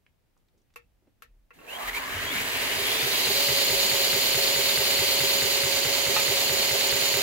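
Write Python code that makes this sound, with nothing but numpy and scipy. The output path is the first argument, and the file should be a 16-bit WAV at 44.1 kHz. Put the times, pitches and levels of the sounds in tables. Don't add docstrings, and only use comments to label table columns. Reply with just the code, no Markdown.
import sys
import numpy as np
from scipy import signal
from scipy.fft import rfft, irfft
from scipy.io import wavfile

SR = 44100
rng = np.random.default_rng(int(sys.argv[2]) if len(sys.argv) > 2 else 0)


def to_wav(sig):
    pcm = np.clip(np.atleast_2d(sig), -1, 1) * 32767
    pcm = np.round(pcm).astype(np.int16)
    wavfile.write(sys.argv[1], SR, pcm.T)


N = 318402
TIME = np.arange(N) / SR
START_S, TURN_S, SEAM_AT_S = 1.55, .21502, 3.6985

# (frequency [Hz], relative density [dB])
AIR_COLOUR = [(15, -33), (25, 15), (49, -4), (75, 1), (391, -13.5), (707, -16.5), (1120, -22.5),
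              (2020, -23), (8440, -32.5), (15700, -30)]
# (frequency [Hz], t60 [s])
ROOM_DECAY = [(150, 0.19), (1000, 0.11), (3000, 0.16), (12000, 0.061)]
# (time [s], level [dB], centre [Hz], width [Hz], decay [s])
HANDLING_PUFFS = [(0.0647, -51, 2030, 1000, 0.0018), (.367, -61, 800, 420, 0.0035),
                  (.376, -70, 6000, 4000, .004), (.484, -68, 3000, 3500, .004), (.54, -65, 320, 220, 0.017),
                  (0.573, -67, 320, 140, .025), (.575, -75, 5500, 6000, .02), (.617, -72, 5500, 4000, .003),
                  (.703, -71, 2500, 3000, .004), (.738, -65, 3500, 6300, 0.0073),
                  (1.021, -68, 350, 420, 0.022), (1.069, -61, 294, 330, 0.019),
                  (1.072, -74, 2200, 2500, .006)]
# (time [s], gain [dB], crack treble [dB], table ring [dB])
KNOCK_CUES = [(0.7593, -35, 2.5, -2), (1.2218, -38.5, 5, -11), (1.506, -41, -14, -6), (1.588, -45, -4, -2),
              (1.614, -45, -11, -3), (1.645, -44, -10, -5), (6.1629, -15.5, -22, -8)]
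# (frequency [Hz], relative density [dB])
CRACK_COLOUR = [(120, -54), (200, -34), (472, -9.5), (997, -27), (1310, 0.5), (1570, -11), (1850, -2.5),
                (2980, -20), (9240, -26), (12600, -16), (15700, -38)]
# (frequency [Hz], relative level [dB], t60 [s])
TABLE_MODES = [(477, 2.5, 0.15), (890, -3, .07), (1102, 12, 0.031), (1310, -19, 0.042), (1450, -22, 0.047),
               (2400, -1, 0.1), (2620, 12.5, 0.062), (2750, 10, 0.039), (2660, -9, .1)]
# (time [s], level [dB], centre [Hz], width [Hz], decay [s])
JOLT_PUFFS = [(0.766, -60, 47, 37, .17), (1.24, -48.5, 36.3, 14, 0.11), (1.83, -48, 39, 14, .18),
              (2.12, -43, 86, 35, 0.22), (2.3, -38.5, 240, 140, 0.075)]
# (frequency [Hz], relative density [dB])
FRAME_COLOUR = [(20, -40), (45, -30), (75, -13.5), (125, -11), (165, -16.5), (275, -10.5), (320, -15),
                (392, -10), (490, -8), (690, -7), (760, -11), (1000, -10), (1300, -18), (2000, -64)]
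# (frequency [Hz], relative density [dB])
BELT_COLOUR = [(700, -43), (1200, -20), (1550, -8.5), (2150, -1.5), (2930, -2), (3520, -2.5), (4500, -3.5),
               (5050, -4.5), (5400, -8.5), (7200, -7.5), (8100, -12), (11000, -10.5), (13500, -9),
               (15700, -10.5)]
# (centre [Hz], width [Hz], lift [dB])
BODY_MODES = [(130.4, 29, -2.5), (404.5, 53, 8), (2070, 79, 1), (2625, 50, 0.5), (2883, 33, 7),
              (3180, 40, 5), (3720, 29, 5), (3917, 17, 11.5), (4285, 100, 7.5), (4220, 100, -1.5),
              (4678, 44, 10), (5000, 105, 3.5)]
# (centre [Hz], width [Hz], lift toward standstill [dB])
SLOW_MODES = [(90, 37, 4.5), (270, 55, 11.5), (400, 240, -2), (1060, 210, 5), (1650, 850, 15),
              (4730, 1500, -9.5)]
# (frequency at full speed [Hz], share of power [0-1])
LOOPED_SHARE = [(40, 0.8), (130, 0.04), (900, 0.55), (2200, 0.37), (4200, 0.64), (6500, 0), (11000, 1),
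                (16000, 0.08)]
# (centre [Hz], exponent, knee [share of full speed])
REGISTER_GROWTH = [(130, 3.2, .35), (700, 1.96, 0.75), (2410, 2.74, 0.5), (4330, 1.69, 4.4),
                   (9100, 1.62, 3.8)]
# (frequency [Hz], coherence [clipped to 0-0.99])
STEREO_COHERENCE = [(35, -3), (90, -0.3), (150, 1), (300, 0.53), (550, 0.57), (1000, 0.44), (2000, -0.2),
                    (4300, 0.86), (8000, -0.6), (15000, 0)]
# (frequency [Hz], left lead [rad])
STEREO_LEAD = [(40, 0.7), (130, -2.03), (300, 0.1), (600, -0.08), (1100, -0.8), (2000, -1.25), (4300, -2),
               (15000, -0.5)]
# (frequency [Hz], left minus right [dB])
STEREO_PAN = [(60, -19), (92, -8), (140, -2), (210, -0.5), (330, -8), (500, -4), (770, -1), (1170, 0),
              (1790, 2), (2740, 1.5), (4190, -3.5), (6410, -4.5), (9810, -2.5), (15000, -3)]
# (pitch at full speed [Hz], width [Hz])
WHISTLE_BANDS = [(2950, 280), (4320, 220), (6965, 85), (13900, 210)]
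# (base level [dB], rise per doubling of speed [dB], throb [dB])
WHISTLE_LEVELS = [(-38.5, 3, 2.3), (-34, 7.5, 2.9), (-38.3, 10.5, 2.2), (-39.7, 13, 2)]
# (time [s], gain [dB])
WEAVE_FADER = [(3.1, -2), (3.85, 7), (4.3, 4.5), (6.0, 3.5), (6.8, 6)]
# (centre [Hz], width [Hz], gain [dB])
HOUSING_MODES = [(453, 58, -42.5), (560.2, 22, -37.5)]
# (place in the turn [0-1], pitch [Hz], t60 [s], level at full speed [dB])
SEAM_HITS = [(.005, 2050, .019, -19.4), (.009, 1450, .008, -19), (.003, 2900, .006, -17),
             (.005, 133, .12, -29.7), (.005, 90, .1, -32.5), (.02, 450, .04, -29), (.14, 398, .09, -26.8),
             (.17, 690, .03, -36), (.475, 2250, .012, -24), (.5, 410, .06, -34), (.86, 385, .07, -32),
             (.88, 4350, .03, -25)]
# (start [s], length [s], pitch at full speed [Hz], squeal [dB], added scrape [dB])
SLIP_CUES = [(1.669, .11, 14300, -41, 5), (1.779, 0.11, 4380, -41.5, 4.5), (1.87, .036, 6900, -31.5, 7.5),
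             (1.928, 0.064, 6930, -32, 7.5), (1.95, .16, 2900, -41.5, -0.5), (2.116, 0.11, 7030, -42, -1),
             (2.251, 0.077, 6860, -36.5, -2), (2.298, 0.135, 4440, -38, 2.5)]
# (frequency [Hz], share [0-1])
SCRAPE_SHARE = [(300, 0), (1000, 0.061), (2400, 0.7), (9000, 1)]
# (time [s], cover [0-1])
HAND_COVER = [(5.3, 0), (5.72, 0.77), (6.05, 1), (6.25, 0.53), (7.2, 0.6)]
# (frequency [Hz], gain at full cover [dB])
HAND_EQ = [(130, -0.3), (700, 0.1), (2400, -0.6), (4300, -2.5), (6500, 1), (9000, -1.9), (14000, -2.5)]
# (frequency [Hz], relative level [dB], t60 [s])
PART_MODES = [(875, 0.5, 0.11), (1260, 0, .13), (2420, -3, 0.17), (2640, -3, .15)]


def gain_of(db):
    return 10 ** (np.asarray(db) / 20)


def unit_rms(x):
    return x / np.sqrt(np.mean(x ** 2) + 1e-20)


def curve(points, hz):
    f, value = np.transpose(points)
    return np.interp(np.log(hz + 1), np.log(f + 1), value)


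def bell(hz, centre, width, height):
    return height / (1 + (2 * (hz - centre) / width) ** 2)


def pan(left_db):
    return gain_of([[left_db / 2], [-left_db / 2]])


def add(mix, s, sound):
    part = mix[..., max(round(s * SR), 0):][..., :sound.shape[-1]]
    part += sound[..., :part.shape[-1]]


def spectra(x, size=2048):
    hz, t, z = signal.stft(x, SR, nperseg=size, noverlap=size * 3 // 4)
    return hz[:, None], t, z


def waves(z, size=2048):
    return signal.istft(z, nperseg=size, noverlap=size * 3 // 4)[1][..., :N]


def coloured_noise(size, colour):
    eq = gain_of(curve(colour, np.fft.rfftfreq(size, 1 / SR)))
    return unit_rms(irfft(rfft(rng.standard_normal((2, size))) * eq, size))


def resonate(x, hz, *widths):
    carrier = np.exp(2j * np.pi * np.cumsum(hz * np.ones(x.shape[-1])) / SR)
    for width in widths:
        pole = np.exp(-np.pi * width / SR)
        x = 2 * (carrier * signal.lfilter([1 - pole], [1, -pole], x / carrier + 1e-18)).real
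    return x


def drift(rate_hz):
    rolloff = np.exp(-(np.fft.rfftfreq(N, 1 / SR) / rate_hz) ** 2)
    return unit_rms(irfft(rfft(rng.standard_normal(N)) * rolloff, N))


def puffs(cues):
    out, t = np.zeros(N), np.arange(SR) / SR
    for s, db, hz, width, decay in cues:
        puff = unit_rms(resonate(rng.standard_normal(2 * SR), hz, width, width)[SR:])
        add(out, s, gain_of(db) * puff * np.exp(-t / decay) * (1 - np.exp(-10 * t / decay)))
    return out


def room(x, wet_db):
    echoes = rng.standard_normal((2, SR // 2)) * (rng.random((2, SR // 2)) < .1)
    hz, t, z = spectra(echoes, size=256)
    tail = waves(z * gain_of(-60 * t / curve(ROOM_DECAY, hz)), size=256)
    wet = signal.fftconvolve(np.atleast_2d(x), tail / np.linalg.norm(tail[0]), axes=1)[:, :N]
    return x + gain_of(wet_db) * wet


def room_tone(level_db=-70.5, spread=.83):
    mid, side = coloured_noise(N, AIR_COLOUR)
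    return gain_of(level_db) * np.array([mid + spread * side, mid - spread * side])


def handling():
    return room(puffs(HANDLING_PUFFS), wet_db=-7)


def knocks(crack_s=.0096, crack_db=-8, ring_db=-17, contact_s=.00092):
    out, t = np.zeros((2, N)), np.arange(SR // 3) / SR
    lowpass, highpass = (signal.butter(4, 3000, kind, fs=SR, output="sos") for kind in ("low", "high"))
    for s, db, treble_db, table_db in KNOCK_CUES:
        noise = coloured_noise(len(t), CRACK_COLOUR)
        crack = signal.sosfilt(lowpass, noise) + gain_of(treble_db) * signal.sosfilt(highpass, noise)
        crack *= gain_of(crack_db) * np.exp(-t / crack_s)
        ring = np.zeros_like(crack)
        for hz, mode_db, t60 in TABLE_MODES:
            cycles = hz * t + rng.random() + .15 * rng.random((2, 1))
            ring += gain_of(mode_db - 60 * t / t60) * np.sin(2 * np.pi * cycles)
        ring *= gain_of(ring_db + table_db) * (1 - np.exp(-t / contact_s))
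        add(out, s, gain_of(db) * (crack + ring))
    return room(out, wet_db=-6)


def stand_jolts():
    return puffs(JOLT_PUFFS)


def belt_motion(jerk=.126, jerk_s=.055, climb_per_s=.477, overshoot=.022, settle_s=.1, flutter=.000355):
    age = np.maximum(TIME - START_S, 0)
    climb = jerk * (1 - np.exp(-age / jerk_s)) + climb_per_s * age
    past_top_s = np.maximum(climb - 1 - overshoot, 0) / climb_per_s
    settle = 1 + overshoot * np.exp(-(past_top_s / settle_s) ** 2)
    speed = np.minimum(climb, settle) * (1 + flutter * drift(rate_hz=10.44))
    turns = np.cumsum(speed) / SR / TURN_S
    return speed, turns - np.interp(SEAM_AT_S, TIME, turns)


def belt_loop(turns, top_hz=SR / 2, size=2 ** 16):
    spectrum = rfft(rng.standard_normal(size))
    profile = unit_rms(irfft(spectrum * (np.arange(len(spectrum)) < top_hz * TURN_S)))
    return np.interp(turns % 1, np.arange(size) / size, profile)


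def belt_bite(speed, tight_speed=.2, slack_db=-8, lead_s=.022):
    fade = np.clip((TIME - START_S + lead_s) / .014, 0, 1)
    return fade * gain_of(slack_db * (1 - np.minimum(speed / tight_speed, 1) ** 4))


def growth_db(speed, hz):
    centres, total = [row[0] for row in REGISTER_GROWTH], 0
    for solo, (_, exponent, knee) in zip(np.eye(len(centres)), REGISTER_GROWTH):
        weight = curve(np.transpose([centres, solo]), hz)
        total += weight * 10 * exponent * np.log10((1 + knee ** 2) / (1 + (knee / speed) ** 2))
    return total


def stereo_image(z, hz):
    same = np.clip(curve(STEREO_COHERENCE, hz), 0, .99)
    lead, lean = curve(STEREO_LEAD, hz), gain_of(curve(STEREO_PAN, hz) / 2)
    right = (same * z[0] + np.sqrt(1 - same ** 2) * z[1]) * np.exp(-1j * lead)
    sum_level = np.sqrt(lean ** 2 + lean ** -2 + 2 * same * np.cos(lead))
    return np.array([z[0] * lean, right / lean]) * 2 / sum_level


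def belt_rasp(speed, turns, frame_db=-37, belt_db=-27, wear_db=.7, clump_db=.78, min_pace=.13):
    grit = np.array([belt_loop(turns) for _ in range(2)]) * np.sqrt(speed)
    wear = gain_of(wear_db * belt_loop(turns, top_hz=35) + clump_db * belt_loop(turns, top_hz=615))
    hz, t, looped = spectra(grit * wear)
    fresh = spectra(rng.standard_normal((2, N)) * wear)[2]
    pace = np.maximum(np.interp(t, TIME, speed), min_pace)
    share = np.clip(curve(LOOPED_SHARE, hz / pace), 0, 1)
    rasp = stereo_image(np.sqrt(share) * looped + np.sqrt(1 - share) * fresh, hz)
    body_db = sum(bell(hz, *mode) for mode in BODY_MODES)
    slow_db = sum(bell(hz, *mode) for mode in SLOW_MODES) * (1 - pace)
    slip_db = sum(db * slip_envelope(t, start, length) for start, length, _, _, db in SLIP_CUES)
    scrape_db = slip_db * curve(SCRAPE_SHARE, hz)
    shade_db = hand_cover(t) * curve(HAND_EQ, hz)
    rasp *= gain_of(body_db + slow_db + growth_db(pace, hz) + scrape_db + shade_db)
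    out, at_speed = np.zeros((2, N)), TIME > SEAM_AT_S
    for colour, db in (FRAME_COLOUR, frame_db), (BELT_COLOUR, belt_db):
        layer = waves(rasp * gain_of(curve(colour, hz)))
        out += gain_of(db) * layer / layer.mean(0)[at_speed].std()
    return out * belt_bite(speed)


def belt_whistles(speed, turns):
    slip = .045 * np.clip(1 - speed, 0, 1) ** 2 * drift(rate_hz=120)
    swells = 0, 0, np.interp(TIME, *np.transpose(WEAVE_FADER)), 0
    out = np.zeros((2, N))
    for band, levels, swell_db in zip(WHISTLE_BANDS, WHISTLE_LEVELS, swells):
        (full_hz, width), (db, rise_db, throb_db) = band, levels
        share = np.clip(curve(LOOPED_SHARE, full_hz), 0, 1)
        looped = np.array([belt_loop(turns) for _ in range(2)])
        drive = np.sqrt(share * speed) * looped + np.sqrt(1 - share) * rng.standard_normal((2, N))
        whistle = unit_rms(resonate(drive, full_hz * speed * (1 + slip), width, 3 * width))
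        shade_db = hand_cover(TIME) * curve(HAND_EQ, full_hz)
        level_db = db + rise_db * np.log2(speed + 1e-6) + swell_db + shade_db
        out += whistle * gain_of(level_db + throb_db * belt_loop(turns, top_hz=25))
    return out * belt_bite(speed) * pan(left_db=-4)


def motor_whine(speed, full_hz=553, waver_db=1.22, hand_db=-1):
    hz = full_hz * speed
    bloom = sum(bell(hz, centre, width, gain_of(db)) for centre, width, db in HOUSING_MODES)
    tone = np.sqrt(2) * np.sin(2 * np.pi * np.cumsum(hz) / SR + .14 * drift(rate_hz=15))
    fader = gain_of(waver_db * drift(rate_hz=21) + hand_db * hand_cover(TIME))
    return speed * bloom * tone * fader * pan(left_db=-9)


def stand_sway(speed, hz=42, width_hz=16, level_db=-56, sway_speed=.29, early_db=-9, hand_db=-3):
    boom = unit_rms(resonate(rng.standard_normal(N), hz, width_hz, width_hz))
    early = gain_of(early_db)
    shake = np.interp(speed, [0, 1e-3, .9 * sway_speed, sway_speed], [0, early, early, 1])
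    return boom * shake * gain_of(level_db + hand_db * hand_cover(TIME))


def seam_slaps(speed, turns, vary_db=1.5):
    out, t = np.zeros(N), np.arange(SR // 5) / SR
    for place, hz, t60, db in SEAM_HITS:
        ring = gain_of(db - 60 * t / t60) * np.sin(2 * np.pi * hz * t) * (1 - np.exp(-hz * t))
        for i in np.flatnonzero(np.diff(np.floor(turns - place)) > 0):
            add(out, i / SR, ring * speed[i] ** 2 * gain_of(vary_db * rng.standard_normal()))
    return room(out, wet_db=-9)


def slip_envelope(t, start, length, rise_s=.022, break_s=.0093):
    return np.clip(np.minimum((t - start) / rise_s, (start + length - t) / break_s), 0, 1)


def slip_squeals(speed, width_hz=110, jitter=.016):
    out = np.zeros((2, N))
    pace = speed * (1 + jitter * drift(rate_hz=90))
    for start, length, full_hz, db, _ in SLIP_CUES:
        span = (TIME >= start) & (TIME < start + length)
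        friction = rng.standard_normal((2, SR // 2))[:, :span.sum()]
        squeal = unit_rms(resonate(friction, full_hz * pace[span], width_hz, 3 * width_hz))
        add(out, start, gain_of(db) * squeal * slip_envelope(TIME[span], start, length))
    return out


def hand_cover(t):
    return np.interp(t, *np.transpose(HAND_COVER))


def steel_part(at_s=6.164, level_db=-26):
    out, t = np.zeros(N), np.arange(SR // 3) / SR
    for hz, db, t60 in PART_MODES:
        add(out, at_s, gain_of(level_db + db - 60 * t / t60) * np.sin(2 * np.pi * hz * t))
    return room(out, wet_db=-8)


def scene(hand_pan_db=1.5):
    speed, turns = belt_motion()
    grinder = belt_rasp(speed, turns) + belt_whistles(speed, turns) + slip_squeals(speed)
    grinder += seam_slaps(speed, turns) + motor_whine(speed) + stand_sway(speed)
    right_db = hand_pan_db * hand_cover(TIME)
    grinder *= gain_of(np.outer([-.5, .5], right_db - right_db.mean()))
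    return grinder + stand_jolts() + knocks() + steel_part() + handling() + room_tone()


def record(dry):
    thin = signal.sosfilt(signal.butter(3, 32, "high", fs=SR, output="sos"), dry)
    high_cut = signal.firwin(1023, 15800, window=("kaiser", 8), fs=SR)
    return signal.oaconvolve(thin, high_cut[None], "same")


dry = scene()
out = record(dry)
to_wav(out)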